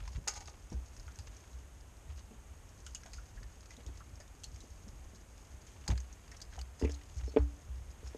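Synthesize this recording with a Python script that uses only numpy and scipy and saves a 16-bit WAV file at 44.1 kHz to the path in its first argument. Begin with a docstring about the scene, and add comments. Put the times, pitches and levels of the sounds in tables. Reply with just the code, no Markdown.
"""Raccoons foraging on a deck

Raccoons forage in birdseed on a wooden deck, close to a small microphone that stands on the boards.
Paws thump the deck as swinging, decaying tones; claws knock a steel tray and ring its modes; it also squeaks.
Seeds crack as bursts of spiky noise, tick as short tones and rustle as dense tiny grains.
Distant rumble and evening air are coloured noise; the microphone port colours everything."""
import sys
import numpy as np
from scipy import signal
from scipy.fft import rfft, irfft
from scipy.io import wavfile
from scipy.ndimage import uniform_filter1d

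SR = 44100
rng = np.random.default_rng(int(sys.argv[2]) if len(sys.argv) > 2 else 0)


def persist_wave(psi):
    """Save psi, clipped to +-1, as 16-bit WAV."""
    counts = np.round(np.clip(psi, -1, 1) * 32767).astype(np.int16)
    wavfile.write(sys.argv[1], SR, np.atleast_2d(counts).T)


N = 360297  # length of the scene in samples

# ways the steel tray vibrates: [f/Hz, relative level/dB, time to fall 60 dB/s]
TRAY_MODES = [(275, -12, .06), (289, -26, .42), (445, 0, .045), (360, -12, .05), (590, -12, .05),
              (845, -22, .08), (950, -25, .05), (1240, -29, .06), (1500, -28, .06), (2300, -31, .04),
              (2800, -30, .04)]


def undb(db):
    """Turn decibels into an amplitude factor."""
    return 10 ** (np.asarray(db) / 20)


def unit(x):
    """Scale a sound to an average (RMS) level of 1."""
    return x / np.sqrt(np.mean(x ** 2))


def add(out, start_s, sound):
    """Mix a sound in from the given time."""
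    i = max(int(start_s * SR), 0)
    out[i:i + len(sound)] += sound[:len(out) - i]


def fall_60db(t, t60):
    """Exponential decay that drops 60 dB in t60 seconds."""
    return np.exp(-np.log(1000) * t / max(t60, .003))


def ring(hz, t60, seconds=.6):
    """One way of vibrating: a sine that dies away."""
    t = np.arange(int(seconds * SR)) / SR
    return np.sin(2 * np.pi * hz * t) * fall_60db(t, t60)


def ring_modes(modes):
    """A solid object rings in several modes at once."""
    return sum(undb(db) * ring(hz, t60) for hz, db, t60 in modes)


def struck(sound, contact_s):
    """A softer blow pushes longer and rings fewer highs; the result peaks at 1."""
    push = np.hanning(max(int(contact_s * SR), 1) + 2)[1:-1]
    y = signal.fftconvolve(sound, push)
    return y / np.max(np.abs(y))


def band(x, lo_hz, hi_hz):
    """Keep only the frequencies between two limits."""
    return signal.sosfilt(signal.butter(2, [lo_hz, hi_hz], "band", fs=SR, output="sos"), x)


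def high_pass(x, order, hz):
    """Cut the frequencies below a limit."""
    return signal.sosfilt(signal.butter(order, hz, "high", fs=SR, output="sos"), x)


def walk(rate):
    """Random levels, each held 1 / rate seconds, then smoothed twice into slow swells."""
    hold = int(SR / rate)
    steps = np.repeat(rng.standard_normal(N // hold + 1), hold)
    smooth = uniform_filter1d(uniform_filter1d(steps, hold), hold)
    return unit(smooth[:N])


def paws():
    """The weight comes on over a cycle or two; the boards swing until the paw settles and damps them."""
    # paws set down: [t/s at about mid-rise, peak level/dB, f/Hz, swing time/s]
    steps = [(0.017, -36, 53, .075), (0.153, -31, 53.2, .06), (0.736, -32.5, 62.4, 0.08),
             (0.974, -41.5, 38.7, 0.058), (1.062, -40, 68.4, 0.046), (1.185, -38, 71.6, 0.042),
             (1.272, -41, 54.4, 0.071), (1.536, -41, 62.6, 0.087), (2.085, -37, 70.2, 0.082),
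             (3.15, -47, 44.7, 0.073), (3.34, -39, 43, 0.14), (3.426, -41.5, 44.6, 0.048),
             (3.864, -38.5, 67, .03), (4.119, -41.5, 70, 0.042), (4.534, -40.5, 55.4, 0.053),
             (4.86, -45, 38.2, .09), (5.513, -43.5, 61.2, 0.07), (5.894, -22.5, 77, 0.02),
             (5.916, -28.5, 58.4, 0.027), (6.567, -38.5, 63, 0.086), (6.826, -24.5, 68.6, 0.1),
             (7.163, -32.5, 64.6, 0.029), (7.228, -33.5, 61.4, 0.052), (7.389, -23.5, 64, 0.077),
             (7.685, -36, 63.7, 0.1), (8.04, -38.5, 64, 0.078)]
    # ways the deck boards vibrate: [f/Hz, relative level/dB, time to fall 60 dB/s]
    deck_modes = [(62.4, 1, 0.41), (102, 6.5, 0.12), (121, 4, 0.099), (175, -30, 0.39)]
    rise_s = 0.0227
    out = np.zeros(N)
    boards = ring_modes(deck_modes)
    t = np.arange(len(boards)) / SR
    rise = 1 - np.exp(-(t / rise_s) ** 2)
    for s, db, hz, swing_s in steps:
        swing = np.sin(2 * np.pi * hz * t) * np.exp(-(t / swing_s) ** 2)
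        thud = (0.72 * boards + swing) * rise
        add(out, s - rise_s / 2, undb(db) * thud / np.max(np.abs(thud)))
    return out


def pitched(table, t60, rough, spread):
    """Brief rings: a mode, a close neighbour and noise around them."""
    out = np.zeros(N)
    noise = rng.standard_normal((len(table), 6000))
    fade = fall_60db(np.arange(noise.shape[1]) / SR, t60)
    for (s, db, hz), n in zip(table, noise):
        grit = unit(band(n, hz / spread, hz * spread)) * fade
        pair = ring(hz, t60)[:len(n)] + 0.35 * ring(hz * 1.09, t60)[:len(n)]
        add(out, s, undb(db) * struck(pair + rough * grit, contact_s=0.00019))
    return out


def taps():
    """Dull taps on the wood ring with a lot of wide noise around the pitch."""
    # taps: [t/s, peak level/dB, f/Hz]
    tap_list = [(0.175, -41, 151), (0.273, -35, 818), (0.719, -36, 183), (2.309, -45.5, 220),
                (3.058, -48.5, 657), (3.408, -51, 234), (3.775, -50, 226), (3.785, -50, 477),
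                (3.799, -55, 226), (3.858, -49.5, 325), (3.889, -48, 282), (4.201, -50.5, 594),
                (4.635, -49.5, 242.6), (4.865, -46, 198), (5.133, -49.5, 219), (5.89, -27.5, 148),
                (5.903, -39.5, 190), (6.577, -49.5, 728)]
    return pitched(tap_list, t60=0.15, rough=0.69, spread=1.98)


def tray_knocks():
    """Every knock rings the same modes, without deep bass: the claw clicks and loose seed jumps."""
    # claws on the tray rim: [t/s, peak level of the ringing/dB, contact length/s]
    knocks = [(6.8138, -34, 0.001), (6.8232, -23.5, 0.0033), (6.836, -33, 0.0011), (6.847, -22, 0.0028),
              (6.873, -40, 0.0014), (6.893, -36.5, .0012), (7.278, -38.5, 0.0017), (7.34, -42.5, .0012),
              (7.3624, -16.5, 0.0018), (7.3699, -14, 0.00059), (8.029, -46.5, 0.002),
              (8.147, -35.5, 0.00093)]
    out = np.zeros(N)
    modes = high_pass(ring_modes(TRAY_MODES), 4, 240)
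    noise = rng.standard_normal((len(knocks), 6000))
    for (s, db, contact_s), n in zip(knocks, noise):
        add(out, s, undb(db) * struck(modes, contact_s))
        after = np.arange(len(n)) / SR
        click = unit(band(band(n, 900, 3200), 900, 3200)) * np.exp(-after / .003)
        jump = unit(band(n, 380, 1430)) * np.exp(-after / 0.03)
        add(out, s, undb(db) * (undb(-23) * click + undb(-33.0) * jump))
    return out


def tray_squeaks():
    """The tray squeaks faintly as it shifts: a narrow band of noise that throbs."""
    # squeaks: [t/s, f/Hz, level before fading and throbbing/dB, length/s]
    squeaks = [(6.89, 5350, -63, .02), (7.268, 5350, -63, .045), (7.27, 4400, -70, .07),
               (7.372, 5350, -65, .02), (7.37, 4400, -71, .04)]
    out = np.zeros(N)
    for s, hz, db, length in squeaks:
        t = np.arange(int(length * SR)) / SR
        throb = 1 + 0.3 * np.cos(2 * np.pi * 65 * t)  # the shaking deck opens and closes the contact
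        scrape = unit(band(rng.standard_normal(len(t)), hz / 1.015, hz * 1.015))
        fade_in_out = np.sin(np.pi * t / length) ** .5
        add(out, s, undb(db) * fade_in_out * throb * scrape)
    return out


def crack_bursts(table):
    """Splinters: spiky noise with a sharp front and a weaker, longer tail; each husk has its own ring."""
    bright_db, duller_db_per_s = -17, 150  # longer cracks have less of the top part
    out = np.zeros(N)
    noise = rng.standard_normal((len(table), 2, 8000))
    t = np.arange(noise.shape[2]) / SR
    front = 1 - np.exp(-t / 0.00041)
    snap = 1.9 * np.exp(-t / 0.002)  # the husk splits
    for (s, db, low_db, hz, t60), (hiss, wander) in zip(table, noise):
        fall = np.log(1000) * t / max(t60, .004)
        shape = front * (snap + np.exp(-fall) + 0.37 * np.exp(-fall / 3))
        # random jumps in level make the noise spiky
        spikes_db = 2.94 * uniform_filter1d(wander, size=60) * np.sqrt(60)
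        splinters = hiss * undb(spikes_db)
        middle = unit(band(splinters, 3980, 7440))
        husk_ring = 0.73 * unit(band(splinters, hz / 1.065, hz * 1.088))
        low = undb(low_db) * unit(band(splinters, 1240, 2980))
        top = undb(bright_db - duller_db_per_s * t60) * unit(band(splinters, 9400, 12900))
        burst = shape * (middle + husk_ring + low + top)
        add(out, s, undb(db) * burst / np.max(np.abs(burst)))
    return out


def cracks():
    """Seeds crack at set times, each as a burst of splinters."""
    # cracks: [t/s, peak level/dB, low part against the middle/dB, husk ring f/Hz, main 60 dB fall/s]
    crack_list = [(0.077, -41, 4, 5170, 0.021), (0.1315, -50, -10, 5030, .065),
                  (0.157, -56, -12, 4700, .045), (0.276, -24, -1, 5100, .065),
                  (0.281, -25.5, -11, 6400, 0.038), (0.305, -42, -5, 6400, 0.071),
                  (0.3367, -43, -5, 5000, .1), (0.362, -43, -5, 6450, 0.055),
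                  (0.4058, -42, -1, 4670, 0.044), (0.4567, -47, -7, 5060, 0.072),
                  (0.6998, -51, -6, 5500, .045), (0.727, -49.5, -5, 5460, 0.039),
                  (0.965, -47, -1, 5400, 0.018), (0.9967, -48, -10, 5190, 0.03), (1.079, -49, 8, 3000, .03),
                  (1.156, -49, -1, 5650, .04), (1.1878, -38.5, -3, 4800, 0.047),
                  (1.3668, -50, -8, 5740, .035), (1.44, -51, 9, 3000, .03), (1.53, -53, -10, 4000, .03),
                  (1.5875, -55, -17, 2870, 0.03), (1.8053, -52, -12, 5100, .04),
                  (2.1924, -53, -15, 4530, .04), (2.802, -52, -13, 5700, 0.068),
                  (2.864, -38.5, -3.5, 2900, 0.065), (2.9476, -35, -12, 6600, 0.051),
                  (3.034, -46, 2, 5430, .035), (3.0605, -43.5, 0, 3400, 0.072),
                  (3.1188, -55, -14, 4500, .03), (3.133, -41, -2.5, 4800, 0.096),
                  (3.4301, -49.5, -17, 4870, 0.031), (3.6064, -50.5, -17, 5000, 0.028),
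                  (3.657, -51, -15, 4610, .03), (3.706, -46.5, -10, 5500, .04),
                  (3.7658, -49.5, -13, 3900, .022), (3.8631, -46.5, -12, 3570, 0.051),
                  (4.1555, -52, -16, 5140, .04), (4.2013, -47, -28, 5030, 0.062),
                  (4.435, -40, -11, 2980, 0.043), (4.4411, -35.5, -16, 4360, 0.043),
                  (4.278, -54, -8, 4000, 0.018), (4.56, -48, 3, 5350, .04), (4.6047, -46, -13, 4130, 0.058),
                  (4.8858, -49, -1, 5200, 0.036), (5.378, -53.5, -22, 3670, .04),
                  (5.667, -51.5, -5, 3120, 0.26), (5.8785, -26.5, -8, 4800, 0.047),
                  (5.903, -36.5, 12, 2800, .02), (5.9113, -40.5, -7, 3590, 0.039),
                  (5.9554, -49, 3, 3150, 0.087), (5.977, -36.5, -0.5, 4830, .02),
                  (6.0023, -43, -5, 5940, .035), (6.127, -48.5, -9, 5870, .05),
                  (6.2781, -48, 4, 4720, 0.032), (6.315, -43.5, -5, 5200, .05),
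                  (6.3658, -48, -8, 5470, .045), (6.4038, -47.5, -10, 4530, 0.046),
                  (6.4158, -39.5, -15, 4930, 0.044), (6.5896, -42, -2, 2880, 0.071),
                  (6.6131, -38, -6.5, 4700, 0.015), (6.7946, -45.5, -4, 5020, 0.14),
                  (6.8463, -49, -2, 2850, 0.016), (6.895, -41, 2, 2950, 0.023),
                  (6.912, -47, -15, 5560, .03), (6.941, -47, -17, 4250, 0.033),
                  (7.035, -51, -15, 2960, .04), (7.0988, -52, 5, 4520, 0.032), (7.1681, -51, -4, 5520, .15),
                  (7.9039, -55, -8, 4890, .04), (8.0733, -46.5, -4, 5350, 0.1)]
    return crack_bursts(crack_list)


def faint_cracks():
    """Small seeds crack at chance moments, each with its own size and ring."""
    per_s, middle_db, low_db, t60 = 3.5, -58.5, -16, 0.023
    lowest_hz, highest_hz = 3500, 5830
    when, size, ring_at = rng.random((int(per_s * N / SR), 3)).T
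    times = when * N / SR
    levels_db = middle_db + 8 * (size - .5)
    rings_hz = lowest_hz + (highest_hz - lowest_hz) * ring_at
    table = [(s, db, low_db, hz, t60) for s, db, hz in zip(times, levels_db, rings_hz)]
    return crack_bursts(table)


def seed_ticks():
    """Short ticks ring at a clear pitch, with noise kept close around it."""
    # ticks: [t/s, peak level/dB, f/Hz]
    tick_list = [(0.077, -46, 932), (0.276, -42, 790), (0.406, -52, 767), (0.724, -52.5, 880),
                 (1.08, -49.5, 1420), (1.189, -55, 850), (2.866, -51, 1443), (2.952, -47, 2900),
                 (3.034, -55, 1650), (3.183, -48.5, 1430), (3.375, -52, 1700), (3.429, -50.5, 1790),
                 (3.706, -49.5, 2020), (4.006, -47.5, 1320), (4.205, -53, 1750), (4.436, -54, 2750),
                 (5.758, -57, 851), (5.863, -51, 800), (5.881, -41, 836), (5.902, -39, 887),
                 (5.92, -45, 695), (6.317, -51, 1880), (6.399, -55, 1670), (6.527, -51, 1670),
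                 (6.579, -43, 790), (6.815, -46.5, 885), (6.834, -44, 880), (6.875, -45, 2330),
                 (6.85, -40.5, 2410), (7.369, -53, 925)]
    return pitched(tick_list, t60=0.071, rough=0.81, spread=1.167)


def rattle(seed, from_s=.27, until_s=.6):
    """The first scatter of seed lands in the tray and rings its upper modes."""
    # these modes ring 1.8 times as long here as under a knock
    upper = ring_modes([(hz, db, 1.8 * t60) for hz, db, t60 in TRAY_MODES[5:]])
    t = np.arange(N)
    thrown = seed * (t > from_s * SR) * (t < until_s * SR)
    return undb(-9.5) * signal.fftconvolve(thrown, upper / np.sqrt(np.sum(upper ** 2)))[:N]


def grains(per_s, lo_hz, hi_hz):
    """Dense tiny seeds of uneven size, each with a hissing tail."""
    sizes = undb(2.5 * rng.exponential(size=N))
    hits = (rng.random(N) < per_s / SR) * sizes
    tail_s = 0.0045
    swell = signal.lfilter([1], [1, -np.exp(-1 / (tail_s * SR))], hits)
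    return unit(band(swell * rng.standard_normal(N), lo_hz, hi_hz))


def rustle():
    """Slow sifting with brief brushes on top; heavier grains sound lower."""
    # paws and snouts sifting seed: [t/s, light grains level/dB, heavy against light/dB]
    sifting = [(0.0, -69, 8.5), (0.29, -78, -10), (1.34, -72, 2.5), (2.11, -88, -16), (2.64, -77, -10),
               (3.03, -71, -7), (3.84, -76.5, 7), (4.25, -81, -13), (4.57, -70, -10), (4.92, -76, -24),
               (5.85, -73, 5.5), (6.67, -81.5, 3), (7.01, -72, 1.5), (7.299, -68.5, 0), (7.5, -76.5, -4),
               (8.17, -81, 13)]
    # paws brushing through seed: [t/s, light grains level/dB, heavy against light/dB]
    scuffs = [(0.05, -69, -16), (0.129, -68, 5), (0.29, -59, -1), (0.339, -57, -4), (0.395, -63, 3.5),
              (0.454, -61, 0.5), (0.505, -70.5, 0), (0.695, -73, 4), (1.24, -72.5, 5), (2.08, -70.5, 5.5),
              (2.158, -70.5, 7.5), (3.694, -70, 0), (3.94, -73, -11), (3.992, -68, -5), (5.882, -66, 12),
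              (6.32, -82, 14), (6.517, -65.5, 3.5), (6.823, -71, 13), (6.9, -62.5, -8), (6.985, -76, 9.5),
              (7.163, -65, 3), (7.603, -75, -3), (8.04, -71, -7)]
    scuff_s = 0.058
    times, db, low_db = np.transpose(sifting)
    at = np.arange(N) / SR
    light = undb(np.interp(at, times, db))
    heavy = undb(np.interp(at, times, db + low_db))
    stroke = np.sqrt(np.hanning(int(scuff_s * SR)))
    for s, db, low_db in scuffs:
        add(light, s, undb(db) * stroke)
        add(heavy, s, undb(db + low_db) * stroke)
    return light * grains(300, 4250, 6830) + heavy * grains(200, 390, 3260)


def air():
    """Outdoor noise with a fixed colour; its bass and the rest swell slowly and separately."""
    # colour of the air noise: [f/Hz, level in each 1 Hz of width/dB]
    air_colour = [(25, -80), (45, -69), (63, -69), (90, -75), (130, -84.5), (170, -88.5), (400, -94),
                  (800, -96.5), (1500, -101), (3000, -105), (4200, -112), (5600, -110), (8000, -107),
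                  (10500, -114), (14000, -117)]
    hz = np.fft.rfftfreq(N, 1 / SR)
    at, db = np.transpose(air_colour)
    colour = undb(np.interp(np.log(hz + 1), np.log(at), db)) * np.sqrt(SR / 2)
    spectrum = rfft(rng.standard_normal(N)) * colour
    bass_share = 1 / (1 + (hz / 140) ** 4)
    bass = irfft(spectrum * bass_share, N) * undb(2.0 * walk(5.72))
    rest = irfft(spectrum * (1 - bass_share), N) * undb(0.29 * walk(3.63))
    return bass + rest


def scene():
    """Mix wood, tray, seed and air into one channel."""
    wood = paws() + taps()
    tray = tray_knocks() + tray_squeaks()
    seed = cracks() + faint_cracks() + rustle()
    return (wood + tray + seed_ticks() + seed + rattle(seed) + air())[None]


def record(dry):
    """The port in front of the microphone rings in the treble; deep bass and the top are cut."""
    # port resonances: [f/Hz, width/Hz, boost/dB]; a boost of 0 dB changes nothing
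    port = [(6513, 317, 9.5), (5000, 490, 0)]
    top_hz = 13700
    out = high_pass(dry, 2, 22)
    for hz, width, db in port:
        resonance = signal.lfilter(*signal.iirpeak(hz, hz / width, SR), out)
        out = out + (undb(db) - 1) * resonance
    return signal.sosfilt(signal.ellip(8, .2, 60, top_hz, fs=SR, output="sos"), out)


dry = scene()
out = record(dry)
persist_wave(out)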